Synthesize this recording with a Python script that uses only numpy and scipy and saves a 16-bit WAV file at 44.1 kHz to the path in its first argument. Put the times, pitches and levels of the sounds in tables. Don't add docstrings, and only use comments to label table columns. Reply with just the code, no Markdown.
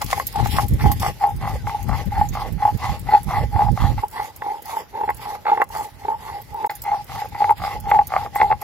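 import sys
import numpy as np
from scipy import signal
from scipy.fft import rfft, irfft, next_fast_len
from scipy.io import wavfile
from scipy.ndimage import uniform_filter1d, map_coordinates

SR = 44100
rng = np.random.default_rng(int(sys.argv[2]) if len(sys.argv) > 2 else 0)


def int16_out(signal):
    q = np.round(np.clip(np.atleast_2d(signal).T, -1, 1) * 32767)
    wavfile.write(sys.argv[1], SR, q.astype(np.int16))


def decibels_to_gain(level_db):
    exponent = np.asarray(level_db, float) / 20
    return 10 ** exponent


N = 380583

# (start [s], left lag [samples], left minus right [dB], low slab note [dB], upper ring notes [dB])
SHOTS = [
    (0, 8, 2.5, 11.5, -5),
    (1.12, -4.5, 0.9, 4, -3),
    (4.02, 9, -1.1, 11.5, 4.5),
    (6.69, -5.5, 0.7, 3, -1.2),
]
START, LAG, PAN, LOW, UPPER = range(5)
# (start [s], end [s])
SILENCE = (6.677, 6.694)
# (grit hiss [dB], wet fizz [dB])
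PASTE = [
    (-41, -48.5),
    (-45.5, -53.5),
    (-51.5, -58),
    (-47, -57),
]
WIND_THUD = [(6.2,), (-0.35,), (.5,), (0.323,)]
SECOND_HEARD = [(3.6,), (-0.67,), (0.57,), (-4,)]

# (time [s], level [dB], left minus right [dB])
WIND = [(0, -39, 7.5), (.3, -41, 11.5), (.41, -26, 15.5), (.78, -26.5, 0), (1.05, -33, 8), (1.2, -41, -2),
        (1.35, -30, 1), (1.78, -35.5, -1), (2.1, -38, -1), (2.76, -37, -6), (3.1, -34.5, 5.5),
        (3.62, -34.5, -5), (4.0, -27.5, -8), (4.03, -46.5, 0), (4.6, -52.5, -4.5), (7.1, -42.5, 2.5),
        (7.85, -39.5, -3), (8.63, -39.5, 8.5)]
# (time [s], peak [dB], left minus right [dB], length [s])
GUSTS = [(0.11, -38, 5.5, 0.068), (0.186, -38, 27, 0.12), (0.438, -24, 25, 0.097), (0.566, -32, 12, 0.064),
         (0.73, -11.5, -18, 0.053), (0.85, -21.5, -10, 0.08), (0.898, -22, -9, 0.098),
         (1.011, -24.5, 11, 0.052), (1.086, -24.5, 13.5, 0.027), (1.356, -32, 3, 0.057),
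         (1.55, -26.5, -4, 0.068), (1.675, -28, -5, 0.053), (1.92, -19, 29.5, 0.155),
         (2.079, -19.5, 25, 0.03), (2.208, -24, -5, 0.14), (2.356, -31.5, 0, 0.087),
         (2.49, -24.5, -21, 0.078), (2.573, -23.5, -22, 0.065), (2.747, -21.5, -20, 0.034),
         (2.903, -27.5, -12, 0.057), (3.278, -21.5, -21, 0.039), (3.418, -17.5, -12, 0.108),
         (3.565, -19, -26, 0.041), (3.686, -13, -27, 0.091), (3.847, -16, -15, 0.088),
         (3.935, -43, -6.5, 0.087), (5.116, -54, 0.5, 0.087), (7.146, -42, 3, 0.067),
         (7.86, -36, -13, 0.24), (8.513, -41, 5, 0.116)]
# (frequency [Hz], level [dB per Hz])
WIND_COLOUR = [(12, -32.5), (20, -25.5), (43, 3.5), (113, 3), (157, -6.5), (223, -14), (325, -26),
               (450, -33), (580, -32.5), (990, -120)]

# (start [s], end [s], early ring [dB], late ring [dB], scrape [dB])
PUSHES = [(0, 0.052, -29, -43, -28), (0.324, 0.525, -24.5, -42.5, -34), (0.778, 0.943, -30, -25, -31.5),
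          (1.194, 1.329, -22, -20.5, -39), (1.636, 1.856, -23.5, -36, -45),
          (2.103, 2.265, -28.5, -22, -34.5), (2.571, 2.728, -26.5, -22.5, -36),
          (3.057, 3.198, -22.5, -20, -29.5), (3.509, 3.703, -23.5, -22, -38), (3.962, 4.068, -49, -31, -37),
          (4.399, 4.616, -26.5, -32, -45), (4.919, 5.143, -24, -36.5, -39.5),
          (5.446, 5.646, -23, -26.5, -28.5), (5.977, 6.165, -32.5, -24, -48),
          (6.477, 6.747, -34.5, -25.5, -58), (6.684, 6.731, -28, -28, -30.5),
          (6.827, 7.01, -27, -24.5, -39.5), (7.313, 7.537, -32.5, -21.5, -37),
          (7.833, 8.039, -19.5, -21, -34.5), (8.327, 8.55, -25, -21.5, -34.5)]
# (start [s], end [s], ring [dB], scrape [dB], wetness [dB])
PULLS = [(0.067, 0.239, -32.5, -37, 2), (0.505, 0.66, -29, -35.5, 8.5), (0.992, 1.117, -25.5, -30, 3),
         (1.388, 1.577, -31.5, -34, -3.5), (1.86, 2.053, -29, -31.5, -7), (2.318, 2.502, -29, -31.5, -1),
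         (2.765, 2.991, -32, -36, -4), (3.261, 3.457, -25.5, -30, -0.5), (3.748, 3.945, -28.5, -32.5, 1),
         (4.11, 4.317, -33, -37.5, 5), (4.638, 4.841, -33.5, -36.5, 10), (5.169, 5.395, -32, -36.5, 3),
         (5.708, 5.895, -31, -36.5, 11), (6.179, 6.43, -34, -37, 2), (7.074, 7.28, -30, -37.5, -4),
         (7.573, 7.798, -32, -35, 0.5), (8.085, 8.294, -28.5, -34, 1.5), (8.602, 8.675, -23.5, -37, -7)]
# (time [s], peak [dB])
THUDS = [(.399, -11.5), (.459, -17.5), (.859, -7), (1.745, -12), (2.176, -12.5), (2.212, -6.5),
         (2.623, -13.5), (2.652, -8), (2.676, -12), (3.147, 0), (3.134, -0.5), (3.592, -6), (3.685, -16),
         (3.978, -20), (4.034, -14.5), (4.464, -15.5), (5.516, -6), (6.049, -15), (6.083, -11),
         (6.544, -22.5), (6.916, -14.5), (6.944, -12), (7.404, -8), (7.419, -3.5), (7.936, -5), (7.956, -5),
         (8.428, -4), (3.62, -5.5), (5.527, -9), (8.502, -7)]
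# (time [s], peak [dB], clatter above the ring [dB])
PUSH_CLACKS = [(.016, -27.5, 3.5), (.842, -11.5, -23), (.916, -22, -7), (1.224, -22, -7),
               (1.238, -11, -8.5), (1.67, -15.5, -6), (1.695, -21.5, -1.5), (3.087, -9.5, -27),
               (3.56, -11.5, -12), (4.42, -20, -1.5), (5.103, -16.5, -3), (5.09, -10.5, -7.5),
               (5.454, -21, 1), (5.467, -17.5, 0), (5.481, -15.5, -1.5), (5.574, -16.5, -2.5),
               (5.617, -8.5, 1.5), (6.644, -12.5, -11), (6.698, -21, -26), (7.348, -16.5, -11.5),
               (7.442, -8, -9.5), (7.494, -6.5, -13), (7.857, -28, -4), (7.914, -2, -8.5),
               (7.989, -3.5, -13), (8.358, -7.5, -8.5), (8.4, -5.5, -13.5), (8.414, -0.5, -7.5),
               (8.513, -2, -11.5), (8.524, -5.5, -6.5)]
# (time [s], peak [dB], clatter above
# the knock [dB])
PULL_CLACKS = [(.129, -6.5, -2.5), (.198, -17, 4), (.56, -25, -13), (.585, -8.5, -4.5), (1.031, -11, -7.5),
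               (1.063, -11, -20), (1.893, -13, -11), (3.839, -17.5, -19), (8.262, -18, -18),
               (2.352, -17, -20), (3.308, -15, -20), (3.775, -14, -22), (4.695, -21, -16),
               (5.751, -17.5, -12), (7.619, -18, -24), (7.638, -13, -16), (8.121, -14.5, -20),
               (8.138, -7, -14), (8.164, -2.5, -16)]
# (time [s], peak [dB])
NUDGES = [(.177, -15), (4.194, -18), (7.218, -13.5), (.102, -35), (.355, -22), (.372, -18.5), (1.016, -27),
          (1.424, -24.5), (1.475, -25), (1.88, -26), (2.119, -24), (2.835, -23), (2.893, -18.5),
          (3.112, -13.5), (3.123, -9.5), (3.364, -11.5), (3.527, -25.5), (3.673, -31), (4.517, -22),
          (4.769, -19.5), (4.952, -23), (4.978, -19.5), (5.01, -13.5), (5.035, -14), (5.077, -17),
          (5.6, -10), (5.702, -28.5), (6.031, -29), (6.862, -18), (6.885, -16.5), (7.184, -22), (7.32, -30),
          (7.384, -27), (7.464, -23), (7.588, -41), (7.9, -12.5), (7.506, -6.5), (7.522, -17.5),
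          (7.872, -24), (8.012, -12.5), (7.945, -5.5), (7.965, -14), (1.25, -15.5), (6.93, -17),
          (6.965, -26), (5.495, -15), (8.228, -19), (8.346, -30), (8.44, -10.5), (8.489, -25), (.39, -14),
          (.425, -22), (1.51, -22), (3.607, -8.5), (3.38, -10), (3.855, -14), (7.76, -22.5), (7.008, -29),
          (2.688, -13)]
# (time [s], peak [dB])
SKIPS = [(.017, -14.5), (.121, -21), (.459, -14.5), (.568, -16), (.595, -9), (1.046, -13), (1.084, -22),
         (1.436, -18.5), (1.454, -16), (1.475, -16.5), (1.913, -18), (1.929, -17), (2.372, -15),
         (2.844, -17.5), (2.859, -18), (3.29, -20), (3.335, -19), (3.345, -17), (3.799, -24), (4.2, -20),
         (5.255, -23), (5.353, -20), (5.744, -23), (5.762, -18), (5.786, -24), (5.811, -23), (7.094, -25),
         (7.118, -22), (7.152, -22), (7.159, -21), (7.649, -11), (7.667, -20), (7.678, -16), (8.104, -27),
         (8.129, -18), (8.15, -17), (8.157, -16), (8.175, -13), (8.187, -21), (5.454, -17), (5.466, -15),
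         (5.481, -11), (5.492, -11), (5.503, -18), (5.61, -12), (5.624, -12), (.103, -23), (.356, -19),
         (7.602, -22)]
# (frequency [Hz], width [Hz], level [dB])
RING = [(823, 46.7, 7), (882, 88.6, -1), (957, 30, -14)]
# (frequency [Hz], width [Hz], level [dB])
CLATTER = [(491, 41, -11), (825, 116, 0.5), (1403, 400, -13.5), (1143, 350, -4), (1820, 450, -8.5),
           (2074, 101, 0), (2715, 30, -10.5), (3400, 120, -10.5), (4360, 180, -5)]
# (frequency [Hz], width [Hz], level [dB])
SLAB = [(427, 82, -22), (1992, 48, -31.5)]
# (frequency [Hz], width [Hz], level [dB])
SECOND = [(1072, 56, 6)]
# (frequency [Hz], width [Hz], level [dB])
DRAG_SLOW = [(750, 64, -1.3)]
# (frequency [Hz], width [Hz], level [dB])
DRAG_FAST = [(975, 162, 1.5), (1090, 290, -6)]
# (frequency [Hz], width [Hz], level [dB])
HOLLOW = [(512, 183, -13)]
# (frequency [Hz], width [Hz], level [dB])
LOOSE = [(787, 76, 3), (1163, 93, -3.5), (2090, 130, -7.5)]

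# (frequency [Hz], level [dB per Hz])
GRIT_COLOUR = [(1180, -20.5), (2000, -2), (2390, -6.5), (3970, -8.5), (4920, -7), (5940, -14), (9000, -25),
               (11700, -31.5), (19800, -120)]
# (frequency [Hz], level [dB per Hz])
FIZZ_COLOUR = [(3530, -40), (6000, -3.5), (7280, -1.5), (8160, -6), (11800, 1), (14600, -2), (16000, -14)]
# (time [s], peak [dB])
CRACKS = [(0.0162, -15.5), (.0628, -24), (.1027, -20.5), (.112, -17), (0.129, -18.5), (.196, -24.5),
          (.3386, -32), (0.3594, -23), (0.411, -30), (0.4719, -23), (.565, -16), (.816, -52), (0.9177, -19),
          (0.9978, -21), (1.024, -18.5), (1.09, -30), (1.102, -44.5)]

# (time [s], peak [dB])
TURN_CLICKS = [(0.2685, -8), (0.326, -21), (0.471, -20), (0.6622, -28.5), (0.6834, -18.5), (0.7358, -22),
               (1.828, -24.5), (2.057, -29), (2.2881, -23), (2.336, -27), (2.5241, -23.5), (2.7734, -26),
               (2.9946, -20), (3.231, -21.5), (3.717, -25.5), (4.082, -23), (4.1121, -25), (4.362, -25),
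               (4.6216, -23), (4.656, -22), (5.1456, -25), (5.1696, -25), (5.6897, -28), (6.4175, -26),
               (7.287, -29), (7.581, -29), (7.801, -21.5), (8.07, -16.5), (8.353, -23), (8.615, -23)]
# (time [s], peak [dB], time to fall 60 dB [s])
JOLTS = [(0.021, -13, 0.044), (0.0439, -16.5, 0.0316), (.51, -26, 0.048), (1.268, -30, 0.043),
         (1.292, -24.5, 0.034), (1.363, -27, 0.07), (1.885, -25, 0.028), (0.862, -28, 0.029),
         (0.916, -15.5, 0.078), (1.001, -27.5, 0.14), (5.1, -19.5, 0.027), (5.618, -19, 0.023),
         (5.7478, -26, 0.038), (6.5416, -27, 0.029), (6.663, -22, 0.038), (6.704, -33.5, 0.11),
         (7.043, -29, 0.039), (7.151, -28, 0.052), (7.25, -30, 0.047), (6.7527, -24.5, 0.081),
         (6.8187, -14.5, 0.056), (7.5052, -22, 0.033), (7.8994, -28, 0.04), (8.3605, -29.5, 0.138)]
# (frequency [Hz], level [dB])
BANGLE_NOTES = [(5300, -8.5), (6600, -0.5), (8100, -5.5), (10130, -2.5), (11900, 1.5), (12250, -9),
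                (12700, -12), (13050, 4.5), (14300, -4), (15330, -5)]

# (time [s], level [dB])
WHISTLES = [
    (1.562, -49),
    (2.02, -56),
]
# (frequency [Hz], level [dB per Hz])
AIR_COLOUR = [(59, -48), (100, 7.5), (836, 3), (2860, -13), (3940, -18), (5300, -30), (5770, -40),
              (6290, -64.5), (16000, -24)]
# (frequency [Hz], width [Hz])
THIN_BANDS = [(6400, 610), (8600, 1200)]

SIDE = np.array([[.5], [-.5]])
PULL_SWELL = 0.43


def unit(x):
    return x / np.sqrt(np.mean(x ** 2) + 1e-20)


def curves(rows):
    s, *cols = np.transpose(rows)
    return [np.interp(np.arange(N) / SR, s, c) for c in cols]


def by_shot(column, table=SHOTS):
    starts = np.array(SHOTS)[:, START]
    shot = np.searchsorted(starts, np.arange(N) / SR, "right") - 1
    return np.array(table)[shot, column]


def wobble(rate):
    steps = np.arange(0, N + 64, 64)
    knots = rng.standard_normal(int(N * rate / SR) + 4)
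    return np.interp(np.arange(N), steps, map_coordinates(knots, [steps * rate / SR]))


def filtered(x, response):
    m = next_fast_len(N + 8192)
    return irfft(rfft(x, m) * response(np.fft.rfftfreq(m, 1 / SR)), m)[..., :N]


def colour(points):
    f, db = np.transpose(points)
    return lambda hz: decibels_to_gain(np.interp(np.log(hz + 1), np.log(f + 1), db))


def grains(rate, spread_db):
    hit = rng.random(N) < rate / SR
    size_db = spread_db * np.minimum(rng.exponential(size=N), 3)
    return unit(hit * rng.choice([-1, 1], N) * decibels_to_gain(size_db))


def rush(spectrum, alike, patchy_db):
    z = signal.stft(rng.standard_normal((2, N)), nperseg=256)[2]
    field = uniform_filter1d(rng.standard_normal(z.shape[1:]), size=3, axis=0)
    field = uniform_filter1d(field, size=20, axis=1)
    a, b = signal.istft(z * decibels_to_gain(patchy_db * unit(field)), nperseg=256)[1][:, :N]
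    turn = np.arccos(np.clip(alike, -1, 1)) / 2
    stereo = np.cos(turn) * a + np.sin(turn) * np.array([b, -b])
    return unit(filtered(stereo, colour(spectrum)))


def resonate(force, hz, width):
    return signal.lfilter(*signal.iirpeak(hz, hz / width, SR), force)


def struck(force, notes, sway_db):
    out = 0
    for k, (hz, width, db) in enumerate(notes):
        out = out + (-1) ** k * decibels_to_gain(db) * resonate(force * decibels_to_gain(sway_db * wobble(14)), hz, width)
    return out


def pressure(strokes, early_db, late_db, swell=0.34):
    out = np.zeros(N)
    for start, end, early, late in np.broadcast(strokes[0], strokes[1], early_db, late_db):
        part = out[round(start * SR):round(end * SR)]
        u = np.arange(len(part)) / SR / (end - start)
        shape = np.clip(np.minimum(u / swell, (1 - u) / (swell + 0.014)), 0, 1) ** 0.81
        part[:] = shape * decibels_to_gain(np.interp(u, [.25, .75], [early, late]))
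    keep = np.exp(-1 / (0.059 * SR))
    return out + 0.096 * signal.filtfilt([1 - keep], [1, -keep], out)


def eddies():
    level_db, pan_db = curves(WIND)
    out = decibels_to_gain(level_db + SIDE * pan_db)
    for s, db, pan, length in GUSTS:
        bump = np.hanning(round(2 * length * SR))
        gain = decibels_to_gain(db + SIDE * pan - abs(pan) / 2 + 2.0)
        out[:, round((s - length) * SR):][:, :len(bump)] += gain * bump
    return out


def wind():
    slow = np.array([wobble(8.0), wobble(9.8)])
    quick = np.array([wobble(25), wobble(25)])
    lumps = decibels_to_gain(0.54 * slow + 2.74 * quick)
    low = unit(lumps * rush(WIND_COLOUR, alike=0.28, patchy_db=1.5))
    thuds = filtered(low * np.abs(low), lambda hz: 1 / (1 + (180 / (hz + 1)) ** 4) / (1 + (hz / 560) ** 4))
    return decibels_to_gain(0.96) * eddies() * (low + 0.32 * decibels_to_gain(by_shot(0, WIND_THUD)) * thuds)


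def groove_knocks():
    blows, clacks, skips = np.zeros((3, N))
    thud_clatter_db, nudge_clatter_db = -24.5, -19
    firm = [(s, db, thud_clatter_db) for s, db in THUDS] + list(PUSH_CLACKS)
    firm += [(s, db, nudge_clatter_db) for s, db in NUDGES]
    for knocks, target in [(firm, blows), (PULL_CLACKS, skips)]:
        for s, db, clatter_db in knocks:
            sign = rng.choice([-1, 1])
            target[round(s * SR)] = sign * decibels_to_gain(db + 39.0)
            clacks[round(s * SR)] = sign * decibels_to_gain(db + clatter_db + 36.0)
    for s, db in SKIPS:
        skips[round(s * SR)] = decibels_to_gain(db + 36.5)
    clacks = signal.sosfilt(signal.butter(3, 2420, fs=SR, output="sos"), clacks)
    skips = signal.sosfilt(signal.butter(2, [560, 1700], "band", fs=SR, output="sos"), skips)
    return blows, clacks, skips


def drag_hum(back, rough):
    speed = pressure(back, 5.5, -5.5, swell=0.28)
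    weight = pressure(back, back[3], back[3] - 2, swell=PULL_SWELL)
    rub = decibels_to_gain(16.5) * weight * (rough + 0.7 * rng.standard_normal(N))
    return struck(rub, DRAG_SLOW, sway_db=2.0) + struck(speed ** 1.1 * rub, DRAG_FAST, sway_db=1.0)


def roller():
    bumps = 0.63 * grains(300, spread_db=2.0) + 0.74 * rng.standard_normal(N)
    judder = decibels_to_gain(4.9 * np.clip(wobble(35), -3, 1.1))
    rough = judder * grains(450, spread_db=2.5) + 0.32 * rng.standard_normal(N)
    blows, clacks, skips = groove_knocks()

    fore, back = np.transpose(PUSHES), np.transpose(PULLS)
    drag = pressure(fore, fore[4], fore[4] - 10)
    drag += pressure(back, back[3], back[3] - 4, swell=PULL_SWELL)
    lean = pressure(fore, fore[2], fore[3])
    lean += pressure(back, back[2], back[2] + 1, swell=PULL_SWELL)
    scrape = decibels_to_gain(14.5) * drag * rough
    force = decibels_to_gain(17.5) * lean * bumps + blows

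    ring = struck(force, RING[:1], sway_db=1.5)
    ring -= struck(decibels_to_gain(by_shot(UPPER)) * force, RING[1:], sway_db=3.5)
    ring = decibels_to_gain(2.0) * resonate(ring, 850, 450)
    slab = struck(decibels_to_gain(by_shot(LOW)) * (force + 0.48 * scrape), SLAB[:1], sway_db=1.5)
    slab += struck(force, SLAB[1:], sway_db=8.5)

    clatter = struck(scrape + clacks, CLATTER, sway_db=3.0)
    second_force = decibels_to_gain(by_shot(0, SECOND_HEARD)) * (0.51 * scrape + clacks)
    clatter += struck(second_force, SECOND, sway_db=2.5)
    hollow_weight = pressure(back, back[3] - 25, back[3] + 10, swell=0.12)
    clatter += struck(decibels_to_gain(14.5) * hollow_weight * rough, HOLLOW, sway_db=3.0)
    clatter += drag_hum(back, rough)
    for hz, width, db in LOOSE:
        clatter += decibels_to_gain(db - 2.5) * resonate(skips, hz, width)
    soft = signal.butter(3, 2900, fs=SR, output="sos")
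    return signal.sosfilt(soft, ring + slab + clatter)


def delayed(x, samples):
    n = np.arange(N)
    return np.array([np.interp(n - d, n, x) for d in SIDE * samples])


def placed(x):
    lag = by_shot(LAG)
    upper_lag_share, upper_pan_db = 0.41, -2
    high = filtered(x, lambda hz: 1 / (1 + (1400 / (hz + 1)) ** 6))
    direct = delayed(x - high, lag)
    direct += decibels_to_gain(SIDE * upper_pan_db) * delayed(high, upper_lag_share * lag)
    direct *= decibels_to_gain(SIDE * by_shot(PAN))
    t = np.arange(SR // 10) / SR
    tail = rng.standard_normal((2, len(t))) * decibels_to_gain(-60 * t / 0.06) * (t > .002)
    tail = signal.sosfilt(signal.butter(4, [950, 2600], "band", fs=SR, output="sos"), tail)
    echoes = signal.fftconvolve(x[None], tail / np.linalg.norm(tail[0]), axes=1)[:, :N]
    return direct + decibels_to_gain(-20.0) * echoes


def grit():
    fore, back = np.transpose(PUSHES), np.transpose(PULLS)
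    pushing, wet_db = pressure(fore, 0, 0), back[4]
    grit_wet_db = 0.5 * wet_db
    gritty = decibels_to_gain(-8) + decibels_to_gain(-7) * pushing + pressure(back, grit_wet_db + 0.81, grit_wet_db - 1.0)
    fizzy = decibels_to_gain(-5.5) + decibels_to_gain(-7.5) * pushing + pressure(back, wet_db - 0.3, wet_db - 0.5)
    each_side = np.array([grains(900, spread_db=5.0), grains(1200, spread_db=3.5)])
    crackle = .5 * grains(900, spread_db=14.5) + each_side
    sand = 0.8 * rush(GRIT_COLOUR, alike=0.021, patchy_db=3.0)
    sand += 0.32 * unit(filtered(crackle, colour(GRIT_COLOUR)))
    paste = 0.87 * rush(FIZZ_COLOUR, alike=0.061, patchy_db=4.0)
    paste += 0.68 * unit(filtered(crackle, colour(FIZZ_COLOUR)))
    sand *= decibels_to_gain(by_shot(0, PASTE) + 3.0) * gritty
    paste *= decibels_to_gain(by_shot(1, PASTE) + 3.5) * fizzy
    return decibels_to_gain([[-1.1], [1.1]] + 2.43 * wobble(40)) * (sand + paste)


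def seeds():
    out, t = np.zeros((2, N)), np.arange(SR // 20) / SR
    for s, db in CRACKS:
        burst = rng.standard_normal((2, len(t))) + 0.654 * rng.standard_normal(len(t))
        fade = decibels_to_gain(db - 3 - 60 * t / 0.043)
        out[:, round(s * SR):][:, :len(t)] += fade * burst
    return signal.sosfilt(signal.butter(1, [2200, 7500], "band", fs=SR, output="sos"), out)


def bangles():
    out, t = np.zeros((2, N + SR)), np.arange(SR // 12) / SR
    hz, level_db = np.transpose(BANGLE_NOTES)
    turn_t60 = 0.045
    for s, db, t60 in [(s, db, turn_t60) for s, db in TURN_CLICKS] + list(JOLTS):
        strength = decibels_to_gain(level_db + rng.normal(0, 7.9, (2, len(hz))))
        phase = 2 * np.pi * (hz * rng.normal(1, 0.025, len(hz)))[:, None] * t
        phase += 0.2 * np.cumsum(rng.standard_normal(phase.shape), axis=1)
        ring = strength @ np.sin(phase) * decibels_to_gain(-60 * t / max(t60, .005))
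        from_bounce = np.abs(t - rng.uniform(0.0064, 0.028))
        bounce = decibels_to_gain(rng.normal(-7.5, 2.6) - 60 * from_bounce / 0.016)
        burst = decibels_to_gain(-60 * t / 0.032) + bounce
        noise = rng.standard_normal((2, len(t) + 2)) + 0.21 * rng.standard_normal(len(t) + 2)
        tick = np.diff(noise, n=1)[:, 1:] * burst
        rise = 1 - np.exp(-(t / 0.00085) ** 2)
        click = decibels_to_gain(db - 17.5) * rise * (12 * t60 * ring + 1.86 * tick)
        out[:, round(s * SR - 30):][:, :len(t)] += click
    thinned = filtered(out[:, :N], lambda hz: 1j * hz / 4000 / (1 + 1j * hz / 4000))
    return decibels_to_gain([[-1.5], [1.5]]) * thinned


def bird():
    length, start_hz, fall_hz = 0.086, 1620, 260
    out, t = np.zeros(N), np.arange(round(length * SR)) / SR
    pitch = start_hz - fall_hz * (t / length) ** 2
    note = np.hanning(len(t)) * np.sin(2 * np.pi * np.cumsum(pitch) / SR)
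    for s, db in WHISTLES:
        out[round(s * SR):][:len(t)] += decibels_to_gain(db) * note
    return out


def scene():
    air = decibels_to_gain(-47.5 - 3.0) * rush(AIR_COLOUR, alike=0.36, patchy_db=2.5)
    return wind() + placed(roller()) + grit() + seeds() + bangles() + bird() + air


def dropped(x, share):
    hz, _, z = signal.stft(x, SR, nperseg=1024)
    chance = rng.standard_normal(z.shape[1:])
    field = unit(uniform_filter1d(uniform_filter1d(chance, size=13, axis=0), size=7, axis=1))
    size = np.abs(z).mean(0) + 1e-9
    level = uniform_filter1d(np.log(size), size=9, axis=0)
    level = uniform_filter1d(level, size=7, axis=1)
    weak = level - uniform_filter1d(level, size=81, axis=0)
    thin = sum(.7 * np.exp(-((hz - centre) / width) ** 2) for centre, width in THIN_BANDS)
    score = np.where(hz[:, None] > 3600, field + 2.0 * weak - thin[:, None], 99)

    bass_over_treble = size[hz < 1500].mean(0) / size[hz > 11000].mean(0)
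    masked = uniform_filter1d(np.log(bass_over_treble), size=3)
    usual_top_hz, sinks_hz, step_hz = 15650, 330, 345
    steps_down = np.round(sinks_hz / step_hz * unit(masked - masked.mean()))
    top_hz = usual_top_hz - step_hz * steps_down
    empty = (score < np.quantile(score, share)) | (hz[:, None] > top_hz)
    return signal.istft(z * np.where(empty, decibels_to_gain(-42), 1), SR, nperseg=1024)[1][:, :N]


def roll_off(x):
    return signal.sosfilt(signal.butter(12, 16820, fs=SR, output="sos"), x)


def record(dry):
    t = np.arange(N) / SR
    is_open = np.clip(np.maximum((SILENCE[0] - t) / 0.004, (t - SILENCE[1]) / 0.0034), 0, 1)
    x = filtered(dry, lambda hz: 1 / (1 + (hz / 16300) ** 70)) * is_open
    x = dropped(x, share=.16)
    x = x / (1 + np.abs(x / .97) ** 8) ** (1 / 8)
    return roll_off(x)


dry = scene()
out = record(dry)
int16_out(out)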